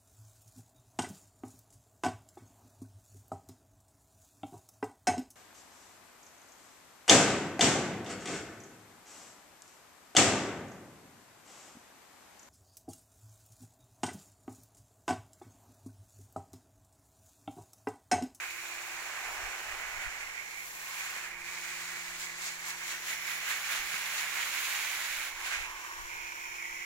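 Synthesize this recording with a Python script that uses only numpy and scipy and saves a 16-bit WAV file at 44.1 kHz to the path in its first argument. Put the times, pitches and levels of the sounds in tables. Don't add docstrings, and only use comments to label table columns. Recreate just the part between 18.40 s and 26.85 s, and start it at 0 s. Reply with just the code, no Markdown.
import sys
import numpy as np
from scipy import signal
from scipy.fft import rfft, irfft, next_fast_len
from scipy.io import wavfile
from scipy.ndimage import map_coordinates

SR = 44100
rng = np.random.default_rng(int(sys.argv[2]) if len(sys.argv) > 2 else 0)


def int16_out(signal):
    q = np.round(np.clip(np.atleast_2d(signal).T, -1, 1) * 32767)
    wavfile.write(sys.argv[1], SR, q.astype(np.int16))


N = 372644


def amp(db):
    return 10 ** (np.asarray(db) / 20)


def unit(pair):
    middle_power = np.mean(pair.mean(0) ** 2)
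    return pair / np.sqrt(middle_power + 1e-20)


def curves(rows):
    s, *cols = np.transpose(rows)
    return [np.interp(np.arange(N) / SR, s, c) for c in cols]


def bell(s, length):
    return np.exp2(-(2 * (np.arange(N) / SR - s) / length) ** 2)


def wobble(rate):
    knots = rng.standard_normal(int(N * rate / SR) + 4)
    return map_coordinates(knots, [np.arange(N) * rate / SR])


def colour(x, points, size=4096):
    hz, db = np.transpose(points)
    log_bins = np.log(np.fft.rfftfreq(size, 1 / SR) + 1)
    gain = amp(np.interp(log_bins, np.log(hz), db))
    cepstrum = irfft(np.log(gain))
    cepstrum[1:size // 2] *= 2
    cepstrum[size // 2 + 1:] = 0
    impulse = irfft(np.exp(rfft(cepstrum)))
    return signal.oaconvolve(np.atleast_2d(x), impulse[None], axes=1)[:, :N]


def pan(pair, left_db):
    return pair * amp(np.array([[.5], [-.5]]) * left_db)


def channel_filters(pair):
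    # (frequency [Hz], gain before normalisation [dB])
    left_response = [(750, 0.5), (1300, -1), (1550, -3.5), (2150, -3), (2800, 3), (4600, 2.5), (6000, 5),
                     (7150, 7.5), (7480, 3), (7800, -19), (8600, -29), (9200, -7), (10200, 2), (15500, 2.5)]
    right_response = [(750, 0.5), (1100, 3), (1600, 2.5), (2250, 7.5), (2700, 7), (4000, -1.5), (5500, -5),
                      (6800, -4.5), (7950, 3), (9400, 0), (10800, 6), (13000, 4.5), (15500, 5)]
    return unit(np.vstack([colour(pair[0], left_response), colour(pair[1], right_response)]))


def drops(rate, size_db, spread_ms, clump_db, clump_rate):
    # (time [s], lead of the left channel over the right [ms])
    bearing = [(0, 0.08), (1.3, 0.11), (2.3, 0.22), (2.6, 0.17), (3.1, 0.052), (4.2, 0.19), (4.6, 0.11),
               (5.8, 0.081), (6.1, -0.02), (6.85, -.03), (7, 0.13), (7.6, 0.3), (8, 0.38), (8.45, 0.43)]
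    lead_ms, = curves(bearing)
    at = rng.integers(0, N, int(rate * N / SR))
    size, place, sign = rng.standard_normal((len(at), 3)).T
    level_db = size_db * np.clip(size, -2.5, 2.5) + clump_db * wobble(clump_rate)[at]
    push = np.sign(sign) * amp(level_db)
    lag = np.round((lead_ms[at] + spread_ms * place) * SR / 1000).astype(int)
    left = np.bincount(at, push, N)
    right = np.bincount((at + lag) % N, push, N)
    return np.array([left, right])


def ring(x, centre_hz, width_hz):
    turn = np.exp(2j * np.pi * np.cumsum(centre_hz * np.ones(x.shape[-1])) / SR)
    low_pass = signal.butter(2, width_hz / 2, fs=SR, output="sos")
    return (signal.sosfilt(low_pass, x / turn) * turn).real


def machine():
    # (time [s], fundamental rms before wobble [dB], octave rms before wobble [dB])
    hum_levels = [(0, -90, -72), (.35, -82, -66.5), (1.35, -81.5, -71.5), (2.1, -77, -83), (2.42, -74, -88),
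                  (2.82, -72, -67.5), (3.15, -67, -66.5), (3.75, -66, -67), (4.15, -67.5, -70.5),
                  (4.55, -70, -66), (4.9, -69, -71), (5.25, -72.5, -74), (5.7, -72, -76), (6.0, -74, -70),
                  (6.2, -87, -71.5), (6.7, -81, -75), (7.1, -88, -70), (8.45, -85, -67)]
    # (frequency [Hz], relative density [dB])
    street_spectrum = [(20, 6.5), (60, -3.5), (115, 3), (150, -3.5), (260, -8.5), (320, 2.5), (450, 2),
                       (900, -9), (3000, -7), (12000, -43)]
    hum_hz = 172.75
    first_db, octave_db = curves(hum_levels)
    phase = 2 * np.pi * np.cumsum(hum_hz * (1 + .0015 * wobble(3))) / SR
    first = amp(first_db + 1.0 * wobble(3.77)) * np.sin(phase)
    octave = amp(octave_db + 0.52 * wobble(4)) * np.sin(2 * phase)
    street = rng.standard_normal(N) + 0.81 * rng.standard_normal((2, N))
    return np.sqrt(2) * (first + octave) + amp(-65) * unit(colour(street, street_spectrum))


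def breeze():
    # (time [s], buffet level [dB], width at half height [s], left minus right [dB])
    puffs = [(0.923, -66, .12, 14), (1.04, -57, 0.087, 14), (1.315, -58.5, 0.089, 10),
             (1.45, -63, 0.11, 11), (1.574, -55.5, 0.055, 13), (1.675, -57, 0.052, 18),
             (1.86, -65, 0.12, 13), (2.33, -75, .2, 11), (3.026, -69, .35, -4), (3.75, -67, .2, -3),
             (5.424, -55, 0.052, -7), (6.77, -69, 0.16, 15), (7.022, -68, .15, 16), (7.193, -57, 0.082, 11),
             (7.29, -65, 0.12, 11), (7.624, -62, .1, 14), (7.76, -66, 0.19, 17), (8.136, -74, 0.74, 15)]
    # (frequency [Hz], relative density [dB])
    buffet_spectrum = [(15, 6.5), (35, 12), (55, -2), (110, -21), (170, -37), (400, -44), (1500, -94)]
    eddy_spectrum = [(30, -10), (70, 7), (110, -6.5), (170, -17.5), (400, -35), (1500, -80)]
    calm_db, calm_left_db = -79.5, 5
    eddy_db, eddy_onset_db, eddy_growth = -64.5, -54.5, 1.8
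    gust = sum(pan(amp(db) * bell(s, length), left_db) for s, db, length, left_db in puffs)
    rumble = unit(colour(rng.standard_normal((2, N)), buffet_spectrum))
    eddies = unit(colour(rng.standard_normal((2, N)), eddy_spectrum))
    steady = pan(amp(calm_db), left_db=calm_left_db)
    flutter = amp(eddy_db) * (gust / amp(eddy_onset_db)) ** eddy_growth
    return (gust + steady) * rumble + flutter * eddies


def surroundings(pair, echo_db, drift_ms, paths_ms):
    out = pair.copy()
    for side in range(2):
        for path_ms in paths_ms:
            delay = np.round((path_ms + drift_ms * wobble(1.2)) * SR / 1000).astype(int)
            out[side] += amp(echo_db) * pair[side, (np.arange(N) - delay) % N]
    return out


def nozzle():
    # (time [s], hiss level before a 3 dB cut [dB])
    hiss_levels = [(0, -59), (1, -53), (2, -56), (2.6, -56), (3, -61), (3.2, -56), (3.8, -62), (3.95, -72),
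                   (4.5, -48), (6.9, -53.5), (7.4, -51), (8.45, -49.5)]
    # (frequency [Hz], relative density [dB])
    hiss_spectrum = [(2000, -21.5), (3100, 0), (4000, -22), (5000, -7.5), (5500, 4), (6400, -2.5),
                     (7100, 0), (8000, -19), (9500, -10), (15000, -11)]
    hiss_db, = curves(hiss_levels)
    hiss = channel_filters(colour(rng.standard_normal((2, N)), hiss_spectrum))
    return amp(hiss_db - 3) * pan(hiss, left_db=2.5)


def fat_drops():
    # (time [s], smack peak before a 3.5 dB cut [dB], starting level of each thud tone [dB])
    stray_drops = [(1.3985, -31, -65), (1.725, -24, -64), (2.7636, -22, -62), (3.5694, -27, -57),
                   (5.5414, -19, -53), (6.803, -29, -64), (7.898, -37, -72)]
    smack_spectrum = [(200, -10), (900, -4), (2100, 14), (4000, -25), (15000, -25)]  # (Hz, dB)
    out, t = np.zeros((2, N)), np.arange(SR // 10) / SR
    for s, db, thud_db in stray_drops:
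        smack = rng.standard_normal((2, len(t))) * amp(-60 * t / 0.01)
        smack = channel_filters(colour(smack, smack_spectrum))[:, :len(t)]
        tones = np.sin(2 * np.pi * 210 * t) + np.sin(2 * np.pi * 370 * t)
        thud = amp(thud_db - 60 * t / 0.075) * tones
        out[:, round(s * SR):][:, :len(t)] += amp(db - 3.5) * smack / np.abs(smack).max() + thud
    return out


def contacts():
    # (start [s], length [s], level [dB], first pitch [Hz],
    # last pitch [Hz], bandwidth [Hz], left minus right [dB])
    leaf_contacts = [(0, 0.1, -47, 2200, 2250, 450, 1), (.08, 0.48, -51.5, 2420, 2370, 450, 2),
                     (1.377, 0.88, -51, 2110, 2160, 380, -2), (1.965, 0.042, -53, 2260, 2190, 300, -5),
                     (2.244, 1.2, -61, 1020, 1010, 290, 2), (2.883, .5, -49.5, 2200, 2320, 380, -1),
                     (4.245, .12, -55, 1030, 990, 290, -2), (4.68, 0.47, -48, 2120, 2120, 442, -3),
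                     (6.88, .34, -54.5, 980, 1010, 290, 0), (7.256, 0.37, -51, 1030, 1050, 265, -1.5),
                     (7.16, 0.11, -47.5, 2300, 2400, 450, 0), (7.656, 0.77, -57, 980, 986, 217, 1.5),
                     (7.693, 0.497, -46.5, 2280, 2280, 400, -0.5), (8.196, 0.25, -42, 2160, 2130, 420, 3)]
    fade_s = 0.044
    out, t = np.zeros((2, N)), np.arange(N) / SR
    impacts = drops(rate=6000, size_db=2.5, spread_ms=.05, clump_db=0.85, clump_rate=40)
    for start, length, db, first_hz, last_hz, width_hz, left_db in leaf_contacts:
        inside = np.minimum(t - start, start + length - t)
        hold = np.clip(inside / fade_s + .5, 0, 1)
        on = np.flatnonzero(hold)
        glide_hz = np.linspace(first_hz, last_hz, len(on))
        leaf = channel_filters(ring(impacts[:, on], glide_hz, width_hz))
        out[:, on] += amp(db) * np.sqrt(hold[on]) * pan(unit(leaf[:, :len(on)]), left_db)
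    return out


def jet(water_db, swing_db):
    # (time [s], level [dB], centre [Hz])
    slide = [(0, -71, 1880), (2.1, -61, 1880), (2.4, -57, 1870), (4.5, -51.5, 1814), (7.2, -73.5, 1800),
             (7.5, -52, 1760), (7.9, -55, 1630), (8.15, -57, 1450), (8.45, -57, 1150)]
    low_db = water_db - 13.5 + 0.18 * swing_db
    high_db = water_db - 4.5 + 0.46 * swing_db
    middle_db, middle_hz = curves(slide)
    low_hits = drops(rate=4000, size_db=2.5, spread_ms=.08, clump_db=1.2, clump_rate=40)
    low = channel_filters(ring(low_hits, centre_hz=1003, width_hz=292))
    middle_hits = drops(rate=4000, size_db=0.5, spread_ms=0.018, clump_db=2.0, clump_rate=51)
    middle = channel_filters(ring(middle_hits, middle_hz, width_hz=430))
    high_hits = drops(rate=6000, size_db=6.5, spread_ms=.05, clump_db=1.7, clump_rate=40)
    high = channel_filters(ring(high_hits, centre_hz=2158, width_hz=450))
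    return amp(low_db) * low + amp(middle_db) * pan(middle, left_db=5) + amp(high_db) * high


def aim():
    # (time [s], splash level before the swings [dB])
    water_levels = [(0, -49), (.9, -48.5), (1.55, -50), (2.1, -52.5), (2.38, -50.5), (2.6, -45),
                    (2.8, -47.5), (3.15, -46.5), (3.55, -46), (3.92, -49.5), (4.4, -46.5), (4.8, -48),
                    (5.25, -44), (5.9, -42), (6.3, -39.5), (6.83, -42), (7.33, -53), (8.45, -56.5)]
    # (time [s], splash rise [dB], patter rise [dB], width at half height [s])
    flicks = [(0.027, 1, 5.5, 0.063), (1.625, 1.5, 5, 0.058), (2.66, 1, 0.5, 0.063), (3.832, 6, 0, 0.079),
              (4.055, 8, 0, .1), (4.288, 6.5, 2, 0.052), (4.51, 5, 2, 0.075), (4.704, 8, 3, 0.082),
              (4.905, 6, 0.5, 0.09), (5.11, 6.5, 6, 0.084), (5.328, 5.5, 5.5, .09), (5.55, 3, 0.5, 0.067),
              (5.777, 2.8, 3, .1), (5.992, 1.5, 4, 0.072), (6.247, 1, -1, .2), (7.07, 7, 6.5, 0.044),
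              (7.135, 7.5, 8.5, 0.06), (7.208, 5, 4, 0.06)]
    # (time [s], drop [dB], width at half height [s])
    gaps = [(2.967, 9, 0.14), (3.95, 0.5, .1), (4.18, 1.5, .08), (4.375, 3, 0.07), (4.596, 2.5, 0.07),
            (6.945, 7.5, 0.077)]
    water_db, = curves(water_levels)
    flicks_db = sum(np.outer([splash_db, patter_db], bell(s, length))
                    for s, splash_db, patter_db, length in flicks)
    gaps_db = sum(drop_db * bell(s, length) for s, drop_db, length in gaps)
    return water_db, *(flicks_db - gaps_db)


def spray(water_db, swing_db, patter_swing_db):
    # (time [s], patter over water level [dB], mist over it [dB])
    foliage = [(0, 1.5, -5), (.17, 0.5, -3.5), (.35, 0.5, -4.5), (.9, 6, -6), (1.65, 5, -7), (2.0, 3, -7),
               (2.27, -3, 1.5), (2.55, 1.5, -4), (2.87, 3.5, -6.5), (3.1, -1.5, -6.5), (4.05, -2, -7),
               (4.9, 1, -4.5), (5.15, 1, -4.5), (5.6, -1, -5), (6.0, -1, -4.7), (6.9, -2, -4.5),
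               (7.15, 4, -11), (7.45, 4, -5.5)]
    # (time [s], drumming level before the swings [dB])
    slack = [(0, -57), (.18, -64), (.25, -55.5), (1, -48.5), (1.5, -51), (1.97, -58), (2.42, -61),
             (2.7, -56.5), (3.05, -61), (4.4, -60), (5.95, -57.5), (6.3, -61), (7.13, -59), (7.3, -62),
             (8.45, -72)]
    # (time [s], share of the power [0-1])
    near_share = [(0, 0.1), (3.6, 0.06), (4.4, 0), (4.8, 0.87), (5.2, 0.82), (6.8, 0.88), (7.25, 0.7),
                  (7.6, 0.3), (8.45, 0.2)]
    # (frequency [Hz], relative density [dB])
    mist_spectrum = [(4000, -32), (7000, -1.5), (9000, 0.5), (11000, -2), (15500, -2)]
    splash_spectrum = [(300, -28.5), (900, -10.5), (1800, -0.5), (2800, -6), (4200, 2.5), (5200, 0),
                       (7200, 2), (8300, -2.5), (9500, -8), (12000, -27), (16000, -33)]
    slap_spectrum = [(300, -25), (900, -8.5), (1800, -1), (3000, -2), (4000, 1.5), (5200, -3), (7000, -1.5),
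                     (8500, -10.5), (11000, -13), (16000, -36)]
    patter_spectrum = [(250, -32.5), (600, -15), (900, -9), (1250, -4), (1520, 5), (1900, 1), (2500, -2),
                       (3200, -10.5), (5000, -38.5)]
    drum_spectrum = [(150, -24.5), (280, -22.5), (400, -11), (550, -12), (750, -0.5), (950, -1.5),
                     (1300, -5), (2200, -37)]
    blades_db, twigs_db = curves(foliage)
    splash_db = water_db + swing_db
    patter_db = water_db + blades_db + patter_swing_db
    mist_db = water_db + twigs_db + 0.95 * swing_db
    drum_db = curves(slack)[0] + 0.32 * swing_db
    near = np.clip(curves(near_share)[0], 0, 1)
    mist = colour(drops(rate=22000, size_db=3.5, spread_ms=.2, clump_db=0.93, clump_rate=53), mist_spectrum)
    splash = colour(drops(rate=22000, size_db=0.5, spread_ms=.12, clump_db=.6, clump_rate=50), splash_spectrum)
    slap = colour(drops(rate=14000, size_db=3, spread_ms=.14, clump_db=0.97, clump_rate=50), slap_spectrum)
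    patter = colour(drops(rate=14000, size_db=2.5, spread_ms=.09, clump_db=1.0, clump_rate=28), patter_spectrum)
    drum = colour(drops(rate=4000, size_db=2.5, spread_ms=0.13, clump_db=0.2, clump_rate=25), drum_spectrum)
    far_landing = np.sqrt(1 - near) * pan(channel_filters(splash), left_db=-4.5)
    near_landing = np.sqrt(near) * pan(channel_filters(slap), left_db=-4.0)
    fine = amp(mist_db) * pan(channel_filters(mist), left_db=4 - 5 * near)
    middling = amp(splash_db) * (far_landing + near_landing) + amp(patter_db) * channel_filters(patter)
    return fine + middling + amp(drum_db) * channel_filters(drum)


def scene():
    water_db, swing_db, patter_swing_db = aim()
    water = spray(water_db, swing_db, patter_swing_db) + jet(water_db, swing_db)
    water = water + contacts() + nozzle() + fat_drops()
    echoed = surroundings(water, echo_db=-23.5, drift_ms=0.16, paths_ms=[1.7, 3.6, 7.5])
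    return echoed + machine() + breeze()


def record(dry):
    top_hz = 15800
    size = next_fast_len(N + SR // 2)
    passed = np.fft.rfftfreq(size, 1 / SR) < top_hz
    return irfft(rfft(dry, size) * passed, size)[:, :N]


dry = scene()
out = record(dry)
int16_out(out)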